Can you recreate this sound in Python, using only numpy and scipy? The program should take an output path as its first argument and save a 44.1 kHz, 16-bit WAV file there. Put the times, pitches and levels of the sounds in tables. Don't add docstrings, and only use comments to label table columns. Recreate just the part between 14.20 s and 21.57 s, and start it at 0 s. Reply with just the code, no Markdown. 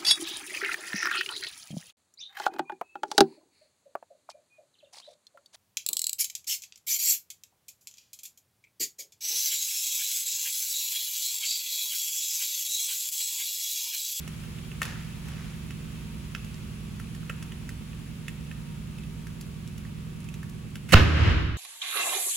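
import sys
import numpy as np
from scipy import signal
from scipy.fft import rfft, irfft, next_fast_len
from scipy.io import wavfile
from scipy.ndimage import uniform_filter1d, minimum_filter1d

SR = 44100
rng = np.random.default_rng(int(sys.argv[2]) if len(sys.argv) > 2 else 0)


def waveform_to_disk(signal):
    frames = np.transpose(np.atleast_2d(signal))
    scaled = np.clip(frames, -1, 1) * 32767
    samples = np.round(scaled).astype(np.int16)
    wavfile.write(sys.argv[1], SR, samples)


N = 325017
TIME = np.arange(N) / SR

STROKES_HZ = 10.195
HUM_MULTIPLES = [(6, -52), (8, -68), (9, -57), (10, -58), (11, -48.5), (12, -53.5), (14, -49), (15, -46.5),
                 (16, -45), (17, -58), (20, -49), (22, -54), (36, -64), (46, -70)]
# (f/Hz, rms level before waver and pan/dB)
HUM_SKIRT_LEVELS = [(40, -58), (60, -50), (190, -59), (210, -65), (240, -55), (270, -74.5), (350, -73),
                    (450, -78.5), (600, -104), (1000, -88)]
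# (f/Hz, rms level before pan/dB)
WHINE_TONES = [(936, -70), (1240, -72.5), (1130, -72.5), (2620, -69.5)]
# (f/Hz, relative level/dB per Hz)
RUMBLE_SPECTRUM = [(20, -32), (35, -12), (58, -3.5), (90, -4.5), (160, -8.5), (250, -12.5), (400, -21),
                   (750, -30), (2000, -34.5), (16000, -86)]
# (f/Hz, relative level/dB per Hz)
FIZZ_SPECTRUM = [(200, -0.5), (700, -5), (1200, 0.5), (1900, -2), (2300, 1.5), (2650, 2), (3200, 0.5),
                 (4000, -3), (5500, -6.5), (7000, -6.5), (9500, -6.5), (12000, -11), (14000, -9),
                 (16000, -13.5)]
# (f/Hz, correlation from -1 to 1)
PORT_LIKENESS = [(60, 1), (140, 0.84), (300, 0.41), (700, -0.14), (2500, 0.32), (5000, -0.25), (7000, 0.2)]
# (t/s, relative level/dB, centre f/Hz, relative treble level/dB, ring spread/octaves)
SHELL_TICKS = [(0.077, -32.5, 1590, -13.5, 1), (0.2368, -37.5, 1690, -20, 1), (0.385, -37.5, 2800, -26, .7),
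               (0.516, -33.5, 2270, -35, 0.72), (0.6175, -11, 1800, -22, 0.46), (0.6185, -33, 540, -30, .3),
               (0.6295, -25, 3700, -11, 0.45), (0.6528, -28.5, 2100, -12, 1), (0.7574, -33, 1500, -32, 0.3),
               (1.0555, -44.5, 2400, -9, 0.89), (1.0839, -39, 2360, -10, 0.9),
               (1.5065, -31.5, 2500, -17, .9), (1.7589, -41, 2570, -24, 1), (2.149, -23, 2130, -25, .8),
               (2.1495, -31, 5500, -26, 0.25), (2.2457, -41, 1780, -8, 0.86), (2.3431, -39, 5400, -18, .3),
               (2.7982, -34, 1400, -15.5, 0.67), (2.9482, -40.5, 1730, -11, 0.7),
               (3.03, -42.5, 1270, -30, .2), (3.0963, -23.5, 2270, -23, .35), (3.0975, -34, 540, -27, .3),
               (3.099, -25, 1620, -28, .35), (3.2255, -33, 2590, -12.5, 1.1),
               (3.3203, -32.5, 2300, -21, 0.73), (3.4909, -32.5, 1820, -12.5, 0.33),
               (3.7309, -41.5, 2620, -29.5, 0.77), (4.0815, -25, 2450, -18.5, 0.52),
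               (4.313, -33, 2100, -23, 0.38), (4.784, -41, 2900, -15, .5), (4.8352, -40.5, 3000, -16, 0.57),
               (5.0688, -34.5, 1850, -16, 0.5), (5.2105, -45, 6800, 0.5, .4), (5.475, -42, 4500, -5, .8),
               (5.5787, -44, 3000, -6.5, 1), (5.6511, -40, 1870, -20, 0.28), (6.0028, -48, 4300, -3, 1.1),
               (6.0422, -47, 4300, -5, 1), (6.0875, -34.5, 2740, -17, 0.45), (6.1404, -37, 2800, -10.5, 1),
               (6.2302, -36.5, 1580, -16.5, 0.37), (6.2941, -49.5, 5400, -0.5, 1.1),
               (6.5555, -29, 2000, -14.5, 0.79), (6.691, -32, 1900, -17, .6), (6.708, -32, 1900, -22, .6)]
# (f/Hz, relative level/dB, t60/s)
TAUT_SHELL_MODES = [(540, 3, 0.024), (1100, -7, 0.016), (1340, 0, 0.017), (1574, 3, 0.0099),
                    (1820, -2, 0.022), (2100, -1, 0.015), (2600, 0, 0.028), (2905, 1.5, 0.013),
                    (3350, -3, .012), (3750, -6, 0.013), (4420, -10, 0.0074), (5240, -10.5, 0.016),
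                    (6100, -11, .012), (7300, -7, .014)]
# (delay t/s, level/dB)
SURFACE_ECHOES = [(.0045, -13.5), (.011, -12)]
# (f/Hz, t60/s)
HALL_DECAY = [(60, 4.5), (120, 0), (250, 0.6), (1000, 1.16), (3000, 1.22), (6000, 1.0), (10000, 0.7),
              (16000, 0.3)]
# (f/Hz, relative level/dB per Hz)
SETTLING_SPECTRUM = [(100, -11), (400, -4), (800, -2), (1800, 3.5), (4000, -5.5), (6500, -9), (9000, -20),
                     (16000, -28)]
# (f/Hz, relative level/dB per Hz)
CREAK_SPECTRUM = [(300, -4), (750, -13), (1500, 0), (2800, -1), (3800, -8), (7000, -11), (9500, -10),
                  (16000, -17)]
# (f/Hz, relative level/dB per Hz)
STEEL_SPECTRUM = [(40, -27), (150, 14), (320, 4), (540, 3), (850, 1), (1300, 0), (1750, 2.5), (2150, -0.5),
                  (2680, -0.5), (3600, -4), (4400, -8.5), (5400, -12), (6600, -18), (8000, -26),
                  (11000, -40), (16000, -52)]
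# (t/s, relative peak level/dB, centre f/Hz)
LARGE_FOLDS = [(6.7215, -15, 2200), (6.7245, -13, 2800), (6.7285, -15, 544), (6.7288, -11, 2600),
               (6.7305, -13, 4400), (6.7315, -6, 1700), (6.733, -14.5, 544), (6.7345, -7.5, 2900),
               (6.7345, -12, 7100), (6.7366, -11.5, 320), (6.7378, -10, 4300), (6.7398, -1, 1400),
               (6.7415, -4, 2680), (6.742, -12, 595), (6.7555, 4.5, 2900), (6.756, -5, 5000),
               (6.7585, 5, 1500), (6.7615, 3, 2600), (6.7665, 2.5, 2300), (6.7695, 4, 1290),
               (6.7735, 0, 2650), (6.779, -1, 1800), (6.792, -2.5, 3070), (6.797, -1, 2000),
               (6.802, -2, 1400), (6.811, -4, 1800)]
# (f/Hz, relative level/dB, t60/s)
BUCKLING_WALL_MODES = [(315, -4, 0.036), (542, -4, 0.074), (680, -11, .04), (1250, -1.5, 0.054),
                       (1390, -3, .05), (1520, 0, 0.055), (1750, 1.5, 0.042), (2123, -3, .04),
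                       (2345, -4, 0.057), (2644, -0.5, 0.045), (2890, -3, 0.043), (3180, -5, .04),
                       (3810, -6, .03), (4230, -4, .025), (4380, -6, .025), (4970, -7, 0.03),
                       (5990, -10, 0.025), (7070, -4, .022), (7540, -7, .022)]
# (f/Hz, relative level/dB, t60/s)
BUCKLED_SHELL_MODES = [(232, 3, 0.72), (275, 3, .8), (312, 9, 0.5), (401, -2, 0.8), (468, 1, 0.83),
                       (546, 0, 0.5), (1082, 3, 0.8), (1220, 5, 0.7), (1272, 1, 0.7), (1525, 2, 0.5),
                       (1826, 2, 0.7), (2018, 3, 0.87), (2349, 0, 0.5), (2660, -2, 0.45), (2914, 0, 0.5),
                       (3170, 0, .5), (3898, -2, .45), (4660, -2, .45)]
# (f/Hz, relative level/dB per Hz)
ICE_SPECTRUM = [(500, -20), (3000, -9), (7000, 3.5), (9000, 2), (12000, 0), (16000, -1.5)]
# (f/Hz, relative level/dB, t60/s)
DRUM_HEAD_MODES = [(81.5, 17, 0.065), (98, 6, 0.62), (159, 14, 0.047), (175.6, -10, 0.5)]
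# (f/Hz, relative level/dB per Hz)
BOOM_SPECTRUM = [(20, -51), (42, -29), (58, -5), (80, -0.5), (100, -5), (125, -12.5), (170, -16),
                 (220, -27), (320, -21), (450, -34), (1500, -70.5)]
# (f/Hz, phase/rad)
TREBLE_LEAD = [(8000, 2.8), (9300, 1.7), (10700, 0), (11500, -0.2), (12600, -2.5), (13300, -3.1),
               (14500, -4.4), (15500, -6.2)]

CREAK_S, BUCKLE_S, SLAM_S = 6.682, 6.7205, 6.7455
PORT_LAG_S = .000023
ONE_PORT_ABOVE_HZ, CUTOFF_HZ = 8000, 15900


def from_db(db):
    return 10 ** (np.asarray(db) / 20)


def rms_one(x):
    return x / np.sqrt(np.mean(x ** 2) + 1e-20)


def peak_one(x):
    return x / np.abs(x).max()


def at_hz(points, hz):
    known_hz, values = np.transpose(points)
    return np.interp(np.log(np.maximum(hz, 1)), np.log(known_hz), values)


def panned(x, pan_db):
    return x * from_db(np.array([[.5], [-.5]]) * pan_db)


def coloured(x, spectrum):
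    size = next_fast_len(N)
    hz = np.arange(size // 2 + 1) * SR / size
    filtered = irfft(rfft(x, size) * from_db(at_hz(spectrum, hz)), size)
    return rms_one(filtered[..., :N])


def diffuse(size):
    padded = next_fast_len(size)
    mid, side = rfft(rng.standard_normal((2, padded)))
    hz = np.arange(len(mid)) * SR / padded
    alike = np.clip(at_hz(PORT_LIKENESS, hz), -1, 1)
    both = np.sqrt(1 + alike) * mid + np.sqrt(1 - alike) * side * [[1], [-1]]
    return rms_one(irfft(both, padded)[:, :size])


def direct(x):
    return np.array([x, np.roll(x, round(PORT_LAG_S * SR))])


def snaps(per_s, spread_db):
    sizes = from_db(spread_db * np.minimum(rng.exponential(1, N), 4))
    signed = sizes * rng.choice([-1, 1], N)
    return rms_one(signed * (rng.random(N) < per_s / SR))


def dying(t, t60):
    return np.exp(-np.log(1000) * t / t60)


def envelope(start_s, attack_s, hold_s, t60):
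    t = TIME - start_s
    rise = np.clip(t / max(attack_s, 1e-4), 0, 1)
    return rise * dying(np.maximum(t - attack_s - hold_s, 0), t60)


def ring(t, hz, t60):
    return np.sin(2 * np.pi * hz * t) * dying(t, t60)


def struck(t, modes, centre_hz, spread_octaves, vary_db):
    hz, mode_db, t60 = np.transpose(modes)[:, :, None]
    near = np.exp(-.5 * (np.log2(hz / centre_hz) / spread_octaves) ** 2)
    weight = near * from_db(mode_db + vary_db * rng.standard_normal((2, len(hz), 1)))
    body = (weight * rng.choice([-1, 1], hz.shape) * ring(t, hz, t60)).sum(axis=1)
    return body / (np.abs(body).max() + 1e-20)


def through(x, response):
    return signal.fftconvolve(np.atleast_2d(x), response, axes=-1)[:, :N]


def compressor(pan_db=-4.0, waver_db=1.5, port_phase=0.48, scatter=0.54):
    levels, out = dict(HUM_MULTIPLES), np.zeros((2, N))
    stroke = 2 * np.pi * STROKES_HZ * TIME + rng.uniform(0, 2 * np.pi)
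    golden_angle = np.pi * (3 - np.sqrt(5))
    knots = np.linspace(0, TIME[-1], 20)
    for k in range(4, 56):
        level_db = levels.get(k, at_hz(HUM_SKIRT_LEVELS, k * STROKES_HZ))
        smear = golden_angle * k * k / 2 + scatter * rng.standard_normal()
        phase = smear + port_phase * rng.standard_normal((2, 1)) * k / 20
        waver = np.interp(TIME, knots, from_db(level_db + waver_db * rng.standard_normal(20)))
        out += np.sqrt(2) * waver * np.sin((k * stroke + phase).astype(np.float32))
    return panned(out, pan_db)


def whines(pan_db=-9.0, fading=0.55, count=40):
    knots, out = np.linspace(0, TIME[-1], count), np.zeros((2, N))
    for hz, tone_db in WHINE_TONES:
        steady = np.exp(2j * np.pi * rng.random((2, 1)))
        wandering = rng.standard_normal((2, count)) + 1j * rng.standard_normal((2, count))
        paths = steady + fading * wandering
        carrier = np.exp(2j * np.pi * hz * TIME)
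        tone = np.array([(np.interp(TIME, knots, port) * carrier).real for port in paths])
        out += from_db(tone_db) * rms_one(tone)
    return panned(out, pan_db)


def ventilation(level_db=-45):
    return panned(from_db(level_db) * coloured(diffuse(N), RUMBLE_SPECTRUM), pan_db=-2.0)


def fizz(start_db=-49, fade_db_per_s=0.7457, crackle_db=-11, drop_after_slam_db=-7):
    level_db = start_db - fade_db_per_s * TIME + drop_after_slam_db * (TIME > SLAM_S)
    crackle = from_db(crackle_db) * snaps(per_s=500, spread_db=3.0)
    return from_db(level_db) * coloured(diffuse(N) + crackle, FIZZ_SPECTRUM)


def ticks(level_db=-0.5, treble_db=11.5, crack_t60=0.029, vary_db=3.5, attack_s=0.00056):
    t, out = TIME[:SR // 10], np.zeros((2, N))
    bright = signal.butter(1, [4500, 11500], "band", fs=SR, output="sos")
    onset = 1 - np.exp(-t / attack_s)
    for s, peak_db, centre_hz, share_db, spread_octaves in SHELL_TICKS:
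        body = onset * struck(t, TAUT_SHELL_MODES, centre_hz, spread_octaves, vary_db)
        burst = direct(rng.standard_normal(len(t))) * dying(t, crack_t60)
        crack = onset * signal.sosfilt(bright, burst)
        tick = panned(peak_one(body), pan_db=-5.5) + from_db(share_db + treble_db) * peak_one(crack)
        start = round(s * SR)
        out[:, start:start + len(t)] += from_db(peak_db + level_db) * tick
    echoes = sum(from_db(echo_db) * np.roll(out, round(delay * SR)) for delay, echo_db in SURFACE_ECHOES)
    return out + echoes


def hall(x, size=512):
    hz, _, frames = signal.stft(x, SR, nperseg=size)
    fed = uniform_filter1d(np.mean(np.abs(frames) ** 2, axis=0), size=3, axis=0)
    kept = dying(size / 2 / SR, at_hz(HALL_DECAY, hz)) ** 2
    stored = np.zeros_like(fed)
    for i in range(2, fed.shape[1]):
        stored[:, i] = kept * stored[:, i - 1] + (1 - kept) * fed[:, i - 2]
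    air = signal.stft(diffuse(N), SR, nperseg=size)[2]
    air = air / np.sqrt(np.mean(np.abs(air) ** 2))
    return signal.istft(air * np.sqrt(np.abs(stored)), SR, nperseg=size)[1][:, :N]


def settling_ice(start_s=.626, level_db=-39, t60=0.85, slide_db=-52):
    crackle = coloured(diffuse(N) + snaps(per_s=390, spread_db=0.5), SETTLING_SPECTRUM)
    shaken = from_db(level_db) * (TIME > start_s) * dying(np.abs(TIME - start_s), t60)
    sliding = from_db(slide_db) * envelope(start_s=1.03, attack_s=0.046, hold_s=0.21, t60=0.69)
    return crackle * (shaken + sliding)


def creak(level_db=-42.5, attack_s=0.014, hold_s=0.024, t60=0.08, scatter_db=-4):
    grit = direct(snaps(per_s=1500, spread_db=2.0)) + from_db(scatter_db) * diffuse(N)
    return from_db(level_db) * envelope(CREAK_S, attack_s, hold_s, t60) * coloured(grit, CREAK_SPECTRUM)


def crush():
    return envelope(SLAM_S, attack_s=0.00078, hold_s=0.011, t60=0.15)


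def big_folds(level_db=-2.0, spread_octaves=0.42, vary_db=4.0, attack_s=0.00107, detune=0.013,
              sag_per_s=0.32, path_s=0.00014):
    t, out = TIME[:SR // 8], np.zeros((2, N))
    for s, peak_db, centre_hz in LARGE_FOLDS:
        arrived = np.maximum(t - path_s * rng.random((2, 1, 1)), 0)
        bent = arrived * (1 + detune * rng.standard_normal() - sag_per_s * arrived / 2)
        onset = 1 - np.exp(-t / attack_s)
        fold = onset * struck(bent, BUCKLING_WALL_MODES, centre_hz, spread_octaves, vary_db)
        start = round(s * SR)
        out[:, start:start + len(t)] += from_db(peak_db + level_db) * peak_one(fold)
    return out


def folding_steel(folding_db=-5.5, crush_db=-5, scatter_db=-2.0, ring_db=-5.0):
    folding = from_db(folding_db) * envelope(BUCKLE_S, attack_s=0.058, hold_s=0, t60=0.35)
    level = folding + from_db(crush_db) * crush()
    creases = snaps(per_s=2000, spread_db=1.5) + from_db(scatter_db) * diffuse(N)
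    steel = level * coloured(creases, STEEL_SPECTRUM) + big_folds()
    shell = sum(from_db(mode_db) * rng.choice([-1, 1], (2, 1)) * ring(TIME[:SR], hz, t60)
                for hz, mode_db, t60 in BUCKLED_SHELL_MODES)
    rings = through(steel, shell / np.sqrt(5 * np.sum(shell ** 2)))
    pan_db = np.where(TIME < SLAM_S, -7.5, -1.0)
    return panned(steel, pan_db) + from_db(ring_db) * rings


def shattering_ice(shatter_db=-25.5, crush_db=-22, scatter_db=-9):
    shatter = from_db(shatter_db) * envelope(BUCKLE_S, attack_s=0.002, hold_s=0.017, t60=0.069)
    shards = direct(snaps(per_s=5400, spread_db=0.0)) + from_db(scatter_db) * diffuse(N)
    return (shatter + from_db(crush_db) * crush()) * coloured(shards, ICE_SPECTRUM)


def slam(puff_db=3.0, boom_db=3.5, boom_build_s=0.019, boom_t60=1.25):
    t = np.maximum(TIME - SLAM_S, 0)
    heave = -sum(from_db(mode_db) * ring(t, hz, t60) for hz, mode_db, t60 in DRUM_HEAD_MODES)
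    heave = signal.sosfilt(signal.butter(1, 32, "high", fs=SR, output="sos"), heave)
    rise = t / .022
    puff = from_db(puff_db) * rise ** 2 * np.exp(2 * (1 - rise))
    modes = coloured(diffuse(N), BOOM_SPECTRUM)
    modes /= np.sqrt(uniform_filter1d(np.mean(modes ** 2, axis=0), size=4000))
    boom = from_db(boom_db) * modes * (1 - np.exp(-t / boom_build_s)) * dying(t, boom_t60)
    return panned(heave + boom, pan_db=-2.5) + puff


def scene(tick_hall_db=-10, crumple_hall_db=-4.0):
    small = ticks()
    crash = creak() + folding_steel() + shattering_ice()
    tail = hall(from_db(tick_hall_db) * small + from_db(crumple_hall_db) * crash)
    workshop = compressor() + whines() + ventilation()
    return workshop + fizz() + settling_ice() + small + crash + slam() + tail


def widened_treble(x):
    size = next_fast_len(N + SR // 10)
    left, right = rfft(np.pad(x, ((0, 0), (0, size - N)), "reflect"))
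    hz = np.arange(len(left)) * SR / size
    turned = left * np.exp(-1j * at_hz(TREBLE_LEAD, hz))
    return irfft(np.array([left, np.where(hz > ONE_PORT_ABOVE_HZ, turned, right)]), size)[:, :N]


def gain_control(x, limit_db=-3.0, hold_s=0.16, release_db_per_s=70, lingering=0.32):
    power = uniform_filter1d(np.mean(x ** 2, axis=0), size=180)
    level_db = 10 * np.log10(np.maximum(power, 1e-12))
    over_db = np.maximum(level_db - limit_db, 0)
    half = max(round(hold_s * SR / 2), 1)
    held_db = -minimum_filter1d(-over_db, 2 * half + 1, origin=half, mode="nearest")
    released_db = release_db_per_s * TIME
    cut_db = np.maximum.accumulate(held_db + released_db) - released_db
    cut_db = np.maximum(cut_db, lingering * np.maximum.accumulate(over_db))
    return x * from_db(-uniform_filter1d(cut_db, size=90))


def record(dry, ceiling=0.98):
    levelled = gain_control(widened_treble(dry))
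    rounded = levelled / (1 + (levelled / ceiling) ** 4) ** .25
    return signal.sosfilt(signal.ellip(10, .2, 80, CUTOFF_HZ, fs=SR, output="sos"), rounded)


dry = scene()
out = record(dry)
waveform_to_disk(out)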